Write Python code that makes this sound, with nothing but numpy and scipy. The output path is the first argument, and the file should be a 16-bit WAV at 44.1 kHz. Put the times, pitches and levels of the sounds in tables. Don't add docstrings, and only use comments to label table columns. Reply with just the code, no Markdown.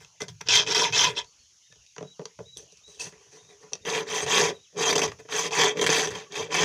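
import sys
import numpy as np
from scipy import signal
from scipy.fft import rfft, irfft, next_fast_len
from scipy.io import wavfile
from scipy.ndimage import uniform_filter1d, map_coordinates

SR = 44100
rng = np.random.default_rng(int(sys.argv[2]) if len(sys.argv) > 2 else 0)


def boost(x):
    u = np.asarray(x, float) / 20
    return 10 ** u


def transcribe(u):
    v = np.clip(np.atleast_2d(u).T, -1, 1)
    q = np.round(v * 32767).astype(np.int16)
    wavfile.write(sys.argv[1], SR, q)


N = 292824
TOP_HZ = 15500
FIRST_ENDS_S, SECOND_STARTS_S = 1.5, 3.8

# [freq_hz, width_hz, level_db]
BENCH_MODES = [(168, 26, -8), (220, 40, -19), (308, 20, -11.5), (412, 25, 1.5), (454, 24, 4),
               (520, 20, -11), (573, 24, -6.5)]


def saw():
    t = np.arange(N) / SR
    stage = np.digitize(t, [FIRST_ENDS_S, SECOND_STARTS_S])
    first = stage == 0

    blade_db, rod_db, bench_db, fizz_db, upper_db = hand()
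    rod_db, fizz_db, upper_db = rod_db - blade_db, fizz_db - blade_db, upper_db - blade_db
    catch_db = catching()
    bench_db = uniform_filter1d(bench_db, size=500)
    bench_db = bench_db - 2.0 + 0.34 * uniform_filter1d(catch_db, size=250) + 3.2 * wobble(30)
    blade_db = blade_db + catch_db + 1.1 * wobble(40)
    fizz_db = fizz_db + 1.5 * wobble(20)

    teeth_per_s = np.where(first, 230, 310) * boost(1.8 * wobble(60))
    caught = np.flatnonzero(np.diff(np.floor(np.cumsum(teeth_per_s) / SR)))
    bite_db = np.where(first, 3.4, 2.8)
    teeth = np.zeros(N)
    teeth[caught] = boost(bite_db * np.minimum(rng.exponential(size=N), 1.6))[caught]
    bursts = np.convolve(teeth, boost(-60 * t[:300] / .004))[:N]
    grinding = np.where(first, .42, .27)
    force = (bursts + grinding) * rng.standard_normal(N)
    force = patchy(force, depth_db=1.7, bins=3, frames=14)
    force = patchy(force, depth_db=1.9, bins=9, frames=5)

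    blade, upper, rod, fizz = steel(force, stage)
    bench = even(bent(filtered(force, body(BENCH_MODES, 130, 620, between_db=-34)), share=.005))
    metal = blade + boost(upper_db) * upper + boost(rod_db) * rod + boost(fizz_db) * fizz
    return boost(blade_db) * metal + boost(bench_db) * bench


# [freq_hz, density_db per Hz]
SCRAPE_SPECTRUM = [(350, -42.5), (600, -8.5), (660, -5.5), (942, -6.5), (1220, -9), (2200, -8), (2590, 0),
                   (2850, -8.5), (3220, 0), (4350, -11), (6200, -5.5), (8490, -24), (13300, -41),
                   (15200, -30)]
# [freq_hz, width_hz, level_db]
BLADE_MODES = [
    [(2510, 57, -1.5), (3170, 110, 2), (3530, 70, -1.5), (4000, 140, -0.5), (4550, 68, -2),
     (4970, 150, 3.5), (5520, 120, 5), (6156, 27, 7.5), (6900, 73, -2), (8820, 400, -25), (9100, 160, -5.5),
     (9840, 130, -2), (11600, 170, -22)],
    [(2290, 95, 6), (2707, 53, 3), (3200, 46, 1), (3350, 67, -19), (4610, 100, 1.5), (4940, 32, 1.5),
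     (5180, 40, -7), (6063, 67, 4.5), (6485, 220, 1), (7500, 66.6, -7.5), (7650, 92, -0.5), (9250, 120, 2),
     (9950, 120, -2), (11430, 200, 0)],
]
# [freq_hz, width_hz, level_db]
LOOSE_MODES = [(2690, 230, -2), (4570, 570, 1.5), (5950, 480, 5), (6530, 270, -0.5), (8150, 200, -3),
               (8800, 250, -1), (9900, 500, 0)]
# [freq_hz, width_hz, level_db]
ROD_MODES = [
    [(959.5, 16, 5.5), (1343, 9.2, -13), (1522, 11, 4.5), (1680, 150, -4.5), (2060, 30, 5.5)],
    [(777, 120, -0.5), (982.6, 30, 4.5), (1122, 39, 2), (1570, 44, -11), (1788, 170, 0.1), (1982, 160, -1)],
]


def steel(force, stage):
    force = coloured(force, SCRAPE_SPECTRUM)
    blade_sets = (BLADE_MODES[0], -4.5), (LOOSE_MODES, -12), (BLADE_MODES[1], -5.5)
    answers = [unit(filtered(force, body(modes, 3000, TOP_HZ, between_db))) for modes, between_db in blade_sets]
    blade = bent(np.choose(stage, answers), share=.004)
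    fizz = filtered(blade, lambda hz: 1 - 1 / (1 + (hz / 7700) ** 10))
    blade = blade - fizz
    fizz /= abs(uniform_filter1d(fizz ** 2, size=90)) ** .15 + 1e-9
    upper = filtered(blade, lambda hz: 1 - 1 / (1 + (hz / 4300) ** 8))
    size = smooth_rms(blade)
    rods = [unit(filtered(force, body(modes, 700, 2300, between_db=-8))) for modes in ROD_MODES]
    rod = bent(np.where(stage, rods[1], rods[0]), share=0.00818)
    return (blade - upper) / size, upper / size, even(rod), even(fizz)


# [start_s, length_s, blade_db at mid-stroke, gain_db start to end, bench_db re blade]
STROKES = [(0.457, 0.2, -16.5, 2.5, -19), (0.628, 0.29, -22, 9, -10.5), (0.902, 0.22, -19.5, 1.5, -15.5),
           (1.15, 0.096, -24, -30.5, -17.5), (3.822, 0.24, -32, 3.5, -1.5), (4.048, 0.26, -32.5, 3, 0),
           (4.242, .29, -24.5, 2.5, -2), (4.754, 0.36, -27, 0.5, 1.5), (5.282, 0.27, -31, -8, -3.5),
           (5.494, 0.25, -25, 5.5, -4), (5.753, 0.41, -26.5, -15, -1), (6.114, 0.2, -45.5, -34.5, -3.5),
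           (6.299, 0.2, -33, -2.5, -1), (6.49, 0.33, -21.5, 9, -4.5)]
# [rod_db, upper_blade_db, fizz_db]
LEANS = [(-1.5, -1, -2.5), (2, -1, 3), (0.5, -1.5, 2), (-4, -4, -0.7), (2.5, -2, -1), (1.5, 0.5, 3),
         (1.5, 0, 0.7), (1.5, 1, 1), (-0.5, -1.5, 2), (2, -1, -1), (0, -2.5, 1.5), (0.5, -5.5, -2.5),
         (-1.5, -4.5, -1.5), (-1, -5, -5)]
# [start_s, length_s, blade_db, rod_db re blade, bench_db re blade]
SCUFFS = [(0.0, 0.07, -56.5, 1.5, -2), (0.202, 0.045, -38.5, 3.5, 0), (0.279, 0.029, -41.5, -4, -4),
          (0.407, 0.013, -38.5, 6.5, 0), (0.484, 0.028, -48, -4, -6), (1.062, 0.1, -47.5, 9, 10.5),
          (2.561, 0.1, -50.5, -8.5, 0), (2.715, 0.037, -59, -19, -17), (2.763, 0.045, -59, -19, -10),
          (2.864, 0.36, -57.5, -11, -5), (2.992, 0.089, -36.5, -11.5, -12.5),
          (3.045, 0.062, -46.5, -2.5, 0), (3.117, 0.11, -69, 10.5, 9), (3.188, 0.23, -64.5, -1.5, 4),
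          (3.313, 0.11, -55.5, -6.5, -27), (3.328, 0.17, -59.5, -1.5, 3), (3.485, 0.12, -63, 3.5, 11.5),
          (3.6, 0.06, -61, -4, 10), (3.623, 0.094, -64, 6.5, 12), (3.718, 0.05, -53.5, 4, 14),
          (4.52, 0.098, -63, 4.5, -2), (4.725, .03, -67, 4, 15), (5.112, 0.03, -52.5, -1, -8),
          (5.189, 0.036, -54, 4, 13), (5.249, 0.018, -62, 15, 26)]
TURN_DB, SPEED_UP_S, SLOW_DOWN_S, ARCH_DB = 33.5, 0.019, 0.027, 6.5
ROD_DB, FIZZ_DB = (-9, -3), (-25, -14.5)
ROD_SWING, BENCH_SWING, FIZZ_SWING = 0.83, 0.5, 1.25
SCUFF_RISE_S, SCUFF_FADE_DB, SCUFF_FIZZ_DB = .007, 19, -7.5


def hand():
    power = np.full((5, N), 1e-12)
    swing = np.array([[1], [ROD_SWING], [BENCH_SWING], [FIZZ_SWING], [1]])
    for (s, length, db, gain_db, bench_db), (rod_db, upper_db, fizz_db) in zip(STROKES, LEANS):
        at = np.arange(round(s * SR) - 2000, min(round((s + length) * SR) + 4000, N))
        t, cut = at / SR - s, int(s > SECOND_STARTS_S)
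        turn_db = TURN_DB * (np.exp(-t / SPEED_UP_S) + np.exp((t - length) / SLOW_DOWN_S))
        turn_db += ARCH_DB * (2 * t / length - 1) ** 2
        offset_db = np.array([[0], [ROD_DB[cut] + rod_db], [bench_db], [FIZZ_DB[cut] + fizz_db], [upper_db]])
        power[:, at] += boost(db + gain_db * (t / length - .5) + offset_db - swing * turn_db) ** 2
    for s, length, db, rod_db, bench_db in SCUFFS:
        t = np.arange(round(3 * length * SR)) / SR
        shape = (1 - np.exp(-t / SCUFF_RISE_S)) * boost(db - SCUFF_FADE_DB * (t / length) ** 1.96)
        offset_db = [[0], [rod_db], [bench_db], [SCUFF_FIZZ_DB], [0]]
        power[:, round(s * SR):][:, :len(t)] += (boost(offset_db) * shape) ** 2
    return 10 * np.log10(power)


# [bite_s, dip_db, lift_length_s]
SKIPS = [(.486, -30, 0.0091), (0.747, -11, 0.021), (1.164, -5.5, 0.016), (3.851, -42, 0.07),
         (4.263, -6.5, 0.056), (4.954, -17, 0.022), (4.928, -7, .012), (4.9795, -16, 0.014),
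         (4.992, -8, .008), (4.852, -5, .008), (.664, -14, .02), (.924, -13, .015), (4.262, -6, .01),
         (6.072, -20, 0.0068), (6.089, -3, .01), (5.84, -10.5, 0.0091), (5.017, -14, 0.022),
         (5.05, -8, 0.0045), (5.078, -18, 0.011), (5.508, -19, 0.024), (5.772, -12, 0.0096),
         (5.813, -15, 0.038), (5.864, -20, 0.022), (5.892, -10.5, 0.015), (6.106, -11, 0.019),
         (6.354, -5, 0.024)]
# [start_s, extra_db, dying_time_s]
GRIPS = [(.505, 5, 0.0039), (.543, -1.5, 0.011), (.707, 0, 0.0088), (0.819, 4.5, 0.0044), (.95, 0, 0.0089),
         (0.99, 4, .008), (1.04, 4.5, 0.016), (1.178, 4, 0.02), (3.871, 3, 0.0057), (4.079, -1.5, .008),
         (4.1, 4, 0.0093), (4.229, 6.5, 0.0063), (4.296, 1.5, 0.0069), (4.35, 3, 0.011),
         (4.374, 2.5, 0.019), (4.402, 1.5, 0.0059), (4.443, 0, 0.009), (4.781, 3, 0.0038),
         (4.788, -0.5, .005), (4.802, -2, 0.0072), (4.837, -1.5, .006), (4.862, 2, .005), (4.877, 1, .006),
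         (5.053, 1.5, 0.0055), (4.853, 1.5, 0.012), (4.885, -1, 0.011), (4.908, 2.5, 0.0062),
         (4.959, 5, 0.0087), (4.995, 2.5, 0.0065), (5.03, 5.5, 0.017), (5.845, 3.5, .008),
         (5.325, 5, 0.007), (5.361, -1, 0.0042), (5.393, 5, 0.01), (5.549, 4, 0.011), (5.586, 5, 0.014),
         (5.611, 6, 0.0069), (5.635, 6.5, 0.0066), (5.642, 5.5, .005), (5.67, -3, 0.006),
         (5.792, 8, 0.0091), (5.899, 3.5, 0.0093), (5.926, 3, 0.013), (5.96, 2, 0.014), (6.15, 8, 0.013),
         (6.376, 7, 0.0041), (6.425, 3.5, 0.0087), (6.524, 4, .008), (6.543, 6.5, 0.018), (6.61, 0, 0.0078)]
BITE_OVER, BITE_S = .22, 0.005


def catching():
    out = np.zeros(N)
    at = np.arange(-4000, 2000)
    t = at / SR
    for s, dip_db, length in SKIPS:
        lift = np.clip(1 + t / length, 0, 1) ** .5
        bite = -BITE_OVER * np.exp(-abs(t) / BITE_S)
        out[at + round(s * SR)] += dip_db * np.where(t < 0, lift, bite)
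    t = np.arange(3000) / SR
    for s, db, length in GRIPS:
        swell_db = db * (1 - np.exp(-t / 0.0012)) * np.exp(-(t / length) ** 2)
        out[round(s * SR):][:len(t)] += swell_db[:N - round(s * SR)]
    return out


# [start_s, length_s,
# pitch_hz, level_db]
SQUEALS = [(0.815, 0.065, 965, -32), (0.925, 0.035, 2587, -33), (1.027, 0.069, 974, -33),
           (1.167, 0.051, 970, -41), (2.99, 0.036, 2630, -45), (3.06, 0.02, 2750, -60),
           (6.25, .05, 1130, -67), (2.569, .025, 8100, -60), (2.569, .02, 9700, -63),
           (2.569, .015, 11600, -69), (5.575, .075, 1740, -33), (5.6, .08, 3420, -33),
           (4.83, .08, 3200, -36), (5.385, .03, 6050, -36), (6.55, .05, 2600, -34), (1.715, .02, 1750, -65),
           (2.575, .035, 6200, -52), (4.2, .035, 7360, -53), (4.21, .035, 8050, -49),
           (4.212, .04, 8850, -51), (4.222, .02, 6400, -36)]


def squeals():
    out = np.zeros(N)
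    flutter, drift = boost(4 * wobble(110)), 1.2 * wobble(90)
    for s, length, hz, db in SQUEALS:
        at = np.arange(round(s * SR), round((s + length) * SR))
        shape = np.hanning(len(at)) ** 0.19 * flutter[at]
        out[at] += boost(db + 5.0) * shape * np.sin(2 * np.pi * hz * at / SR + drift[at])
    return out


# [start_s, peak_db, rod_db re peak, bench_db re peak]
KNOCKS = [(0.047, -38, 2, -39), (0.2055, -38, 8, -23), (0.2184, -20.5, -41, -8.5), (0.2829, -29, -8.5, -23),
          (0.412, -28.5, 1, -15.5), (0.4862, -12.5, -17, -17.5), (1.2448, -39.5, -7, -42),
          (1.724, -42.5, -2, -12), (1.701, -64.5, -2, 4), (1.757, -51, 0, -6), (1.864, -44, -41, -40),
          (1.9636, -39.5, 12, -9), (1.9812, -34, 14, -3), (2.008, -45.5, 15, 15.5), (2.0267, -39.5, 10, 5),
          (2.046, -52.5, 11, 10.5), (2.194, -43.5, 15, 12.5), (2.203, -53, 8, 17), (2.2153, -44.5, 3, 9),
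          (2.255, -25.5, -3, -17), (2.389, -48, 18.5, 15.5), (2.402, -52, 5.5, 18),
          (2.813, -56.5, -0.5, -7), (2.885, -63.5, 2, 13.5), (3.067, -35.5, 2, -3), (3.124, -54, 18, 2),
          (3.265, -58, 3, 2), (3.328, -52, 2, -2), (3.498, -63, 2, 7), (3.617, -61, 8, 0),
          (3.633, -51, 3, -4), (2.5708, -27, -44, -18), (2.7227, -42.5, -38, -11), (2.7717, -43, -36, -42),
          (3.001, -40, -26, -22), (3.0098, -28, -33, -43), (3.7331, -17, -18, -22.5),
          (3.753, -28.5, -4, -44), (5.118, -32.5, 11.5, -11), (5.188, -50, 9, -27),
          (5.2882, -41.5, 18.5, -24), (6.322, -29, -9, -38)]
# [freq_hz, width_hz, level_db]
PLANK_MODES = [(145, 14, 3), (178, 18, 2), (300, 50, -10), (410, 42, -1), (460, 42, 0), (575, 60, -7),
               (850, 120, -15)]


def knocks():
    t = np.arange(900) / SR
    t60_s = np.array([[.01], [.025], [.03]])
    rise_s = np.array([[.0002], [.0005], [.002]])
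    shape = boost(-60 * t / t60_s) * (1 - np.exp(-t / rise_s))
    blows = np.zeros((3, N + 900))
    for s, db, rod_db, bench_db in KNOCKS:
        crack = rng.standard_normal((3, 900)) * shape
        crack /= np.linalg.norm(crack, axis=1)[:, None]
        blows[:, round(s * SR):][:, :900] += boost([[db], [db + rod_db], [db + bench_db]]) * crack
    blade = filtered(coloured(blows[0], SCRAPE_SPECTRUM), body(LOOSE_MODES, 2700, 11500, between_db=-8))
    rod_body = body(ROD_MODES[1], 600, 3000, between_db=0)
    rod = filtered(blows[1, :N], lambda hz: rod_body(hz) / (1 + 1j * hz / 900))
    bench = filtered(blows[2, :N], body(PLANK_MODES, 91, 1200, between_db=-27.0))
    return boost(22.0) * blade + boost(12.0) * rod + boost(21.5) * bench


# [start_s, length_s, top_pitch_hz, level_db, final_drop_hz]
PEEPS = [(.17, 0.048, 3500, -67, 0), (1.245, .022, 4400, -65, 150), (1.266, .045, 4520, -63, 60),
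         (1.386, .04, 4420, -66, 250), (1.41, .042, 4530, -63, 500), (1.625, 0.165, 3720, -66, 1000),
         (1.862, .05, 3800, -69, 350), (2.02, 0.15, 3900, -62, 1200), (2.45, 0.14, 3890, -57, 700),
         (2.7, 0.04, 4000, -67, 500), (2.832, 0.155, 3920, -57.5, 1100), (3.185, 0.07, 3200, -72, 0),
         (3.372, .1, 3720, -64, 20), (3.46, .08, 3820, -63, 400), (3.815, 0.051, 3750, -63, 2),
         (4.528, .058, 3850, -61, 150), (4.595, .088, 3900, -61, 1400)]
RISE_HZ, RISE_SHARE, FALL_S, PLUNGE, WAVER_HZ = 380, .075, .042, .35, 30
OVERTONE_DB, BREAKS_DB = -9, 2.8


def chicks():
    out, waver = np.zeros(N), WAVER_HZ * wobble(45)
    for s, length, top_hz, db, drop_hz in PEEPS:
        t = np.arange(round(length * SR)) / SR
        start = round(s * SR)
        fall = np.clip(1 - (length - t) / min(FALL_S, length / 2), 0, 1)
        hz = top_hz - RISE_HZ * np.exp(-t / (RISE_SHARE * length))
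        hz = hz - drop_hz * (1 - np.exp(-fall / PLUNGE)) + waver[start:][:len(t)]
        shape = np.sin(np.pi * t / length) ** .35 * (1 - .42 * fall ** .3)
        phase = 2 * np.pi * np.cumsum(hz) / SR
        overtone = boost(OVERTONE_DB) * drop_hz / 500 * fall ** 0.37 * np.sin(2 * phase)
        out[start:][:len(t)] += np.sqrt(2) * boost(db) * shape * (np.sin(phase) + overtone)
    return out * boost(BREAKS_DB * wobble(75))


# [start_s, level_db]
JOLTS = [(0.0, -53.5), (.22, -66), (.31, -46), (.47, -51), (.65, -48), (.92, -41.5), (1.07, -44),
         (1.72, -65), (2.029, -63.5), (2.415, -51.5), (2.58, -58), (3.06, -57), (3.3, -67), (3.45, -64),
         (3.78, -78), (4.251, -44), (4.48, -50.5), (5.069, -39), (5.24, -68), (5.85, -45), (6.1, -42),
         (6.4, -44.5)]
JOLT_RISE_S, JOLT_T60_S, SHAKE_DB, STILL_DB = 0.012, 0.36, -28, -86


def shaking():
    t = np.arange(0, N, 64) / SR
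    jolts = np.zeros(len(t))
    for s, db in JOLTS:
        fall_db = np.where(t < s, 1.7 * ((t - s) / JOLT_RISE_S) ** 2, 60 * (t - s) / JOLT_T60_S)
        jolts += boost(db - fall_db) ** 2
    sawing = abs(uniform_filter1d(boost(hand()[0] + SHAKE_DB) ** 2, size=4000))
    return np.sqrt(boost(STILL_DB) ** 2 + sawing + np.interp(np.arange(N) / SR, t, jolts))


# [freq_hz, density_db per Hz]
YARD_SPECTRUM = [(35, -23.5), (65, -2.5), (260, -20.5), (1230, -19), (1920, -18.5), (2920, -9.5),
                 (3800, -12), (4830, -9), (5790, -1), (6600, -0.5), (8310, -26), (9950, -20.5),
                 (13500, -38.5), (15300, -35.5)]
# [freq_hz, depth_db]
YARD_PATCHES = [
    (300, 7),
    (1800, 6.5),
    (3500, 2.5),
    (4500, 2),
    (5500, 0),
]
# [freq_hz, density_db per Hz]
RUMBLE_SPECTRUM = [(20, -32), (45, -20.5), (75, -9.5), (115, 1.5), (175, -3.5), (225, -52.5)]
YARD_DB = -60


def yard():
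    depth_db = along(YARD_PATCHES, np.linspace(0, SR / 2, 129))[:, None]
    hiss = patchy(rng.standard_normal(N), depth_db, bins=3, frames=24)
    hiss = unit(filtered(hiss, lambda hz: boost(along(YARD_SPECTRUM, hz))))
    low = unit(filtered(rng.standard_normal(N), lambda hz: boost(along(RUMBLE_SPECTRUM, hz))))
    return boost(YARD_DB + 0.51 * wobble(2.6)) * hiss + shaking() * low


# [freq_hz, t60_s]
BENCH_ECHO = [(200, 0.22), (2000, 0.12), (10000, 0.053)]
# [freq_hz, t60_s]
YARD_ECHO = [(2000, 0.2), (8000, 0.27)]


def echo(x, walls):
    hz, t, z = signal.stft(rng.standard_normal(SR // 4), SR, nperseg=256)
    tail = signal.istft(z * boost(-60 * t / along(walls, hz)[:, None]), SR, nperseg=256)[1]
    return signal.fftconvolve(np.pad(x, (150, 0)), tail / np.linalg.norm(tail))[:N]


def body(modes, lo_hz, hi_hz, between_db):
    def response(f):
        power = boost(2 * between_db)
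        for c, w, db in modes:
            power = power + boost(2 * db) * (f * w) ** 2 / ((c * c - f * f) ** 2 + (f * w) ** 2)
        gain = np.sqrt(power / (1 + (lo_hz / (f + 1)) ** 6) / (1 + (f / hi_hz) ** 6))
        return causal(gain / np.sqrt(np.mean(gain ** 2)))
    return response


def causal(gain):
    cepstrum = irfft(np.log(gain + 1e-6))
    cepstrum[1:len(gain) - 1] *= 2
    cepstrum[len(gain):] = 0
    return np.exp(rfft(cepstrum))


def filtered(x, response):
    m = next_fast_len(N + SR // 2)
    return irfft(rfft(x, m) * response(np.fft.rfftfreq(m, 1 / SR)), m)[..., :N]


def coloured(x, spectrum):
    return filtered(x, lambda hz: causal(boost(along(spectrum, hz))))


def along(points, hz):
    f, v = np.transpose(points)
    return np.interp(np.log(hz + 1), np.log(f + 1), v)


def bent(x, share):
    return map_coordinates(x, [np.arange(N) + share * SR / 9 * wobble(8)], mode="nearest")


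def patchy(x, depth_db, bins, frames):
    z = signal.stft(x, nperseg=256)[2]
    field = uniform_filter1d(rng.standard_normal(z.shape), size=bins, axis=0)
    field = uniform_filter1d(field, size=frames, axis=1)
    return signal.istft(z * boost(depth_db * unit(field)), nperseg=256)[1][:N]


def wobble(rate):
    return map_coordinates(rng.standard_normal(int(N * rate / SR) + 4), [np.arange(N) * rate / SR])


def smooth_rms(x):
    return np.sqrt(abs(uniform_filter1d(uniform_filter1d(x ** 2, size=1200), size=1200)) + 1e-12)


def even(x):
    return x / smooth_rms(x)


def unit(x):
    return x / np.sqrt(np.mean(x ** 2) + 1e-20)


def scene():
    near, birds = saw() + squeals() + knocks(), chicks()
    near = near + boost(-11) * echo(near, BENCH_ECHO)
    birds = birds + boost(-4) * echo(birds, YARD_ECHO)
    return (near + birds + yard())[None]


def roll_off(x):
    return signal.sosfilt(signal.butter(12, 16810, fs=SR, output="sos"), x)


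def record(dry):
    held = dry / (1 + abs(dry / .5) ** 4) ** (1 / 4)
    mix = filtered(held, lambda hz: hz < TOP_HZ)
    return roll_off(mix)


dry = scene()
out = record(dry)
transcribe(out)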